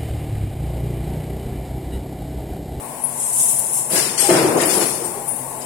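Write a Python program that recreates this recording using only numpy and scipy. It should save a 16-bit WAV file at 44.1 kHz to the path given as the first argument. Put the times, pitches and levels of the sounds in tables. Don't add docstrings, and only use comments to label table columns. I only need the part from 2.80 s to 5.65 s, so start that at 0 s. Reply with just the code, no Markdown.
import sys
import numpy as np
from scipy import signal
from scipy.fft import rfft, irfft
from scipy.io import wavfile
from scipy.ndimage import uniform_filter1d

SR = 44100
rng = np.random.default_rng(int(sys.argv[2]) if len(sys.argv) > 2 else 0)


def wav_record(signal):
    frames = np.transpose(np.atleast_2d(signal))
    bounded = np.clip(frames, -1, 1)
    quanta = np.round(bounded * 32767).astype(np.int16)
    wavfile.write(sys.argv[1], SR, quanta)


def rack_gain(trim_db):
    fader = np.asarray(trim_db, float)
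    return 10 ** (fader / 20)


N = 125685
T = np.arange(N) / SR
ALIKE_HZ = 615
LOW_PAN_DB = 3.5


def unit(x):
    return x / np.sqrt(np.mean(x ** 2))


def sides(left_over_right_db):
    gains = rack_gain(np.array([[.5], [-.5]]) * left_over_right_db * np.ones(N))
    return 2 * gains / gains.sum(axis=0)


def colour(x, tone):
    hz, db = np.array(tone).T
    log_hz = np.log(np.fft.rfftfreq(N, 1 / SR) + 1)
    gain = rack_gain(np.interp(log_hz, np.log(hz), db, -60, -60))
    return unit(irfft(rfft(x) * gain, N))


def wide():
    f = np.fft.rfftfreq(N, 1 / SR)
    mid, side = rfft(rng.standard_normal((2, N)))
    alike = 0.93 / (1 + (f / ALIKE_HZ) ** 2)
    left_right = np.array([[1], [-1]])
    return irfft(mid * np.sqrt(1 + alike) + left_right * side * np.sqrt(1 - alike), N)


def walk(rate_hz):
    hold = int(SR / rate_hz)
    stairs = np.repeat(rng.standard_normal(N // hold + 1), hold)
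    return unit(uniform_filter1d(uniform_filter1d(stairs, hold), hold)[:N])


def fade(start_s, rise_s, t60_s):
    since = np.maximum(T - start_s, 0)
    return (1 - np.exp(-since / rise_s)) * np.exp(-np.log(1000) * since / t60_s)


def ring(x, hz, t60_s):
    pole = np.exp(2j * np.pi * hz / SR - np.log(1000) / (t60_s * SR))
    return signal.lfilter([1], [1, -pole], x).imag


def slips(lo_hz, hi_hz, t60_s, count):
    slips_per_s = 50
    out = 0
    for hz in np.linspace(lo_hz, hi_hz, count) * (1 + 0.0097 * rng.standard_normal(count)):
        jolts = 1.0 * (rng.random((2, N)) < slips_per_s / SR)
        out = out + ring(jolts, hz, t60_s)
    return unit(out)


# pitch_hz, level_db [dB per Hz]
SHOP_TONE = [(30, -35), (95, -22), (135, -4.5), (243, -5), (450, -2.5), (864, 0.5), (1130, -2.5),
             (1220, -17)]
# pitch_hz, level_db [dB per Hz]
HISS_TONE = [(1000, -44), (1300, -4), (2100, -2), (3400, -10), (6200, -9), (8500, 3), (11300, -9.5),
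             (16000, -20)]
# pitch_hz, level_db [dB rms]
CASINGS = [(242.7, -47), (607.3, -52), (679, -47), (863, -47), (737.5, -51), (903, -47.5), (988, -50),
           (1102, -52.5)]


def shop():
    shop_db, motor_db, hiss_level_db = -37, -45.5, -38.5
    motor_hz = 133.5
    hum = rack_gain(shop_db + 1.0 * walk(4.15)) * colour(wide(), SHOP_TONE)
    hum = hum + sum(rack_gain(db) * unit(ring(wide(), hz, t60_s=0.15)) for hz, db in CASINGS)
    throb = unit(ring(wide(), motor_hz, t60_s=0.14))
    motor = rack_gain(motor_db) * unit(np.sin(2 * np.pi * motor_hz * T) + throb)
    hiss = rack_gain(hiss_level_db) * colour(wide(), HISS_TONE) * sides(3.5)
    return (hum + motor) * sides(LOW_PAN_DB) + hiss


# start_s, level_db, pitch_hz, length_s
MOANS = [
    (1.424, -26, 803, 0.07),
    (2.26, -32.5, 808, 0.26),
    (2.354, -30.5, 406, 0.04),
]


def moans():
    out = 0
    for start_s, db, hz, length_s in MOANS:
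        swell = np.sin(np.pi * np.clip((T - start_s) / length_s, 0, 1)) ** .5
        level = rack_gain(db + 2.5 * walk(39.17))
        out = out + level * swell * np.sin(2 * np.pi * hz * T + 0.47 * walk(25))
    return out


# start_s, level_db, thud_hz, thud_db [added to level_db]
BANGS = [(1.106, -12.5, 244, -14), (1.128, -11, 198, -5), (1.2, -30, 288, 0), (1.423, -12.5, 648, -16),
         (1.481, -4.5, 354, -11), (1.158, -13, 360, -20), (1.288, -29.5, 196, 8), (1.49, 2, 360, -1),
         (1.505, -5, 368, 3.5), (1.521, -18, 330, 5), (1.565, -16, 360, 3), (1.54, -6, 368, -4),
         (1.593, -12, 325, 7), (1.644, -10, 368, 5.5), (1.671, -16.5, 325, 9.5), (1.744, -5.5, 318, -3),
         (1.821, -13.5, 337, 4.5), (1.866, -10.5, 318, -1.5), (1.926, -9, 345, -1.5), (2, -10, 328, -2.5),
         (2.068, -33, 296, -3), (2.137, -19.5, 347, -11), (2.209, -20, 482, 2.5)]
# pitch_hz, level_db
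FRAME = [(168, -7), (251, -18), (320, -5.5), (361, -2.5), (410, -3.5), (505, -4), (585, -10.5), (652, -4),
         (690, -5.5), (808, -5.5), (904, -9.5)]
# pitch_hz, level_db [dB per Hz]
BOOM_TONE = [(40, -61), (110, -10.5), (165, -4), (230, -7), (340, 2.5), (650, -4), (1000, -7.5),
             (3000, -29)]


def bangs():
    frame_db, frame_scatter_db, boom_db = -14.0, 2.5, -15.5
    out, boom_power = 0, 0
    chance = rng.standard_normal((len(BANGS), len(FRAME), 3))
    for (start_s, db, thud_hz, thud_db), blow in zip(BANGS, chance):
        since = T - start_s
        boom_power = boom_power + (rack_gain(db) * fade(start_s, 0.019, t60_s=1.44)) ** 2
        thud = fade(start_s, 0.0047, t60_s=0.075) * np.sin(2 * np.pi * thud_hz * since)
        out = out + rack_gain(db + thud_db) * thud
        frame_fade = fade(start_s, 0.0056, t60_s=0.19)
        for (hz, mode_db), (loudness, detune, ear) in zip(FRAME, blow):
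            ear_phase = np.array([[0], [ear * hz / ALIKE_HZ]])
            phase = 2 * np.pi * hz * (1 + 0.017 * detune) * since + ear_phase + 6 * detune
            level_db = db + mode_db + frame_db + frame_scatter_db * loudness
            out = out + rack_gain(level_db) * frame_fade * np.sin(phase)
    boom = rack_gain(boom_db + 2 * walk(30.15)) * np.sqrt(boom_power) * colour(wide(), BOOM_TONE)
    return out + boom


# start_s, level_db, t60_s, left_over_right_db, big_low_panels_db
CRASHES = [(1.097, -28.5, .5, 5, 5.5), (.787, -23.5, .06, 16, -20), (1.125, -20, .5, 5, -1),
           (1.11, -24, 0.98, 12, -6), (1.153, -14.5, 0.85, 6, 0), (1.375, -9.5, 0.15, 7.5, -7),
           (1.393, -16, 1, 4.5, -2.5), (1.486, -20, 0.95, 2.5, 10), (1.534, -23, 1, 5, 9),
           (1.775, -20.5, 0.23, 12, 3), (1.797, -21.5, 1, 5, 9), (1.891, -16, 0.35, 16, -12),
           (1.93, -20, 0.85, 3, -13.5), (2.001, -17.5, 0.4, 8.5, 1), (2.08, -26.5, 1, 5, -21),
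           (2.235, -36, 0.32, 12, -15), (2.804, -34, 0.36, 26, -5)]
# pitch_hz, level_db [dB per Hz]
CRASH_TONE = [(530, -17), (900, -14), (2090, -11.5), (3910, -13), (5410, -7), (6110, -10.5), (9090, -2),
              (10900, -8), (16000, -49)]


def crashes():
    panel_hz = 2960
    rattle = slips(1213, 7500, t60_s=0.046, count=56)
    x = colour(rattle + 1.42 * rng.standard_normal((2, N)), CRASH_TONE)
    low = signal.sosfiltfilt(signal.butter(2, panel_hz, fs=SR, output="sos"), x)
    small_power, big_power = 0, 0
    for start_s, db, t60_s, pan_db, panels_db in CRASHES:
        power = (rack_gain(db) * fade(start_s, 0.0068, t60_s) * sides(pan_db)) ** 2
        small_power = small_power + power
        big_power = big_power + power * rack_gain(2 * panels_db)
    return (x - low) * np.sqrt(small_power) + low * np.sqrt(big_power)


# start_s, level_db, pitch_hz, t60_s
PINGS = [(.216, -22, 10520, 0.17), (.236, -10, 10432, 0.13), (.396, -18, 8070, .1), (.418, -16, 8100, 0.15),
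         (.46, -15, 8500, 0.13), (.786, -14, 14700, 0.052), (.786, -25, 14300, .04), (.77, -24, 9770, 0.23),
         (1.096, -29, 11100, 0.071), (1.852, -24, 12700, .15), (1.885, -30, 13600, .25),
         (2.0, -30, 14300, 0.33), (2.472, -29, 14550, .12), (1.793, -17.5, 1838, 0.13),
         (1.385, -23, 14900, .15), (1.46, -17, 8465, 0.28), (1.5, -22, 9860, 0.18), (1.15, -27, 1654, 0.22),
         (1.81, -20, 6500, 0.094), (2.085, -24, 7500, 0.088), (2.1, -25, 9400, .3), (.325, -50, 10440, .25),
         (0.786, -7.5, 10970, 0.07), (.785, -32, 9700, 0.32), (1.391, -13, 8320, 0.33),
         (1.392, -24, 10560, 0.099), (1.392, -17, 11230, 0.2), (1.771, -7, 6550, 0.026),
         (1.851, -5.5, 11000, 0.066), (1.87, -19, 9220, 0.41), (1.95, -19, 10576, 0.41),
         (1.87, -24, 10800, 0.4), (2.005, -21.5, 8060, 0.17), (2.059, -17.5, 10700, 0.17),
         (2.237, -19.5, 8590, 0.22), (2.468, -20, 9320, 0.32), (2.478, -17.5, 10400, 0.21),
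         (2.555, -25, 10630, 0.26)]


def pings():
    out = 0
    for start_s, db, hz, t60_s in PINGS:
        rough = unit(ring(rng.standard_normal(N), hz, t60_s=0.084))
        tone = np.sin(2 * np.pi * hz * T) + 0.55 * rough
        out = out + rack_gain(db) * fade(start_s, 0.01, t60_s) * tone
    return sides(33) * out


# pitch_hz, level_db [dB per Hz]
DRAG_TONE = [(2500, -27), (4400, -28), (5300, -21), (7300, -7), (9600, 3.5), (11300, -2), (12300, -7.5),
             (16000, -9)]
# start_s, level_db, left_over_right_db, tilt_db [towards the top modes]
PULL = [
    (0.0, -46.5, 26, 12.5),
    (0.29, -31, 14, -2.5),
    (0.385, -27, 1.5, -7.5),
    (0.42, -27, 1.5, -10),
    (0.52, -22, 1, -8),
    (0.615, -15, 0.5, -9),
    (0.75, -20, 4.5, -6),
    (0.9, -24, 2.5, -8),
    (1.09, -29.5, 3, -8),
]
# start_s, level_db, left_over_right_db, tilt_db [towards the top modes]
FEED = [(1.105, -19, 2.4, 0.038), (1.157, -15.5, 2.3, 0), (1.367, -32.5, 14, 0), (1.401, -22, 29, 0),
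        (1.725, -29.5, 15.5, 0), (1.84, -28, 21, 0), (1.915, -22.5, 15.5, 0), (2.2, -30, 14.6, 0),
        (2.449, -33, 15, 0), (2.479, -28.5, 9.5, 0), (2.85, -35.5, 20, 0)]
# start_s, level_db, t60_s
JERKS = [(.395, -22.5, 0.27), (0.57, -22, 0.31), (.68, -16, 0.46), (.787, -22, 0.063), (0.924, -17.5, 0.55),
         (.965, -17, 0.3), (1.393, -25, 0.16), (1.5, -23, 0.37), (1.81, -18, 0.14), (1.853, -21, .3),
         (1.93, -20.5, .25), (2.005, -26, 0.23), (2.065, -26, .3), (2.238, -23, 0.33)]


def drag():
    hiss_db, tilt_hz = 4.5, 9400
    start_s, db, pan_db, tilt_db = np.array(list(PULL) + list(FEED)).T
    singing = slips(5000, 13000, t60_s=0.071, count=48)
    x = colour(singing + rack_gain(hiss_db) * rng.standard_normal((2, N)), DRAG_TONE)
    low = signal.sosfiltfilt(signal.butter(1, tilt_hz, fs=SR, output="sos"), x)
    tilt = rack_gain(np.interp(T, start_s, tilt_db))
    power = rack_gain(np.interp(T, start_s, db)) ** 2
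    for jerk_s, jerk_db, t60_s in JERKS:
        power = power + (rack_gain(jerk_db) * fade(jerk_s, 0.0066, t60_s)) ** 2
    return (low / tilt + (x - low) * tilt) * np.sqrt(power) * sides(np.interp(T, start_s, pan_db))


def scene():
    low_sources = (bangs() + moans()) * sides(LOW_PAN_DB)
    return shop() + low_sources + crashes() + pings() + drag()


# low_hz, high_hz
GATED_HZ = [(2900, 7000), (12100, 16000)]


def gate(x):
    f, _, z = signal.stft(x, SR, nperseg=1024)
    power = np.abs(z[0]) ** 2 + np.abs(z[1]) ** 2
    patch = uniform_filter1d(uniform_filter1d(power, size=6, axis=0), size=3, axis=1)
    around = uniform_filter1d(uniform_filter1d(power, size=24, axis=0), size=3, axis=1)
    in_range = sum((f > lo) & (f < hi) for lo, hi in GATED_HZ)[:, None]
    weak = in_range * (patch < around * rack_gain(2 * -1.2))
    mute = uniform_filter1d(1. * weak, size=3, axis=0).clip(0, .5) * 2
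    return signal.istft(z * (1 - mute), SR, nperseg=1024)[1][:, :N]


def band_limit(x):
    return signal.sosfilt(signal.butter(12, 15800, fs=SR, output="sos"), x)


def record(dry):
    shadow_hz, drive = 6500, 1.1
    right = signal.lfilter(*signal.butter(1, shadow_hz, fs=SR), dry[1])
    x = np.array([dry[0], right])
    mix = gate(np.tanh(drive * x) / drive)
    return band_limit(mix)


dry = scene()
out = record(dry)
wav_record(out)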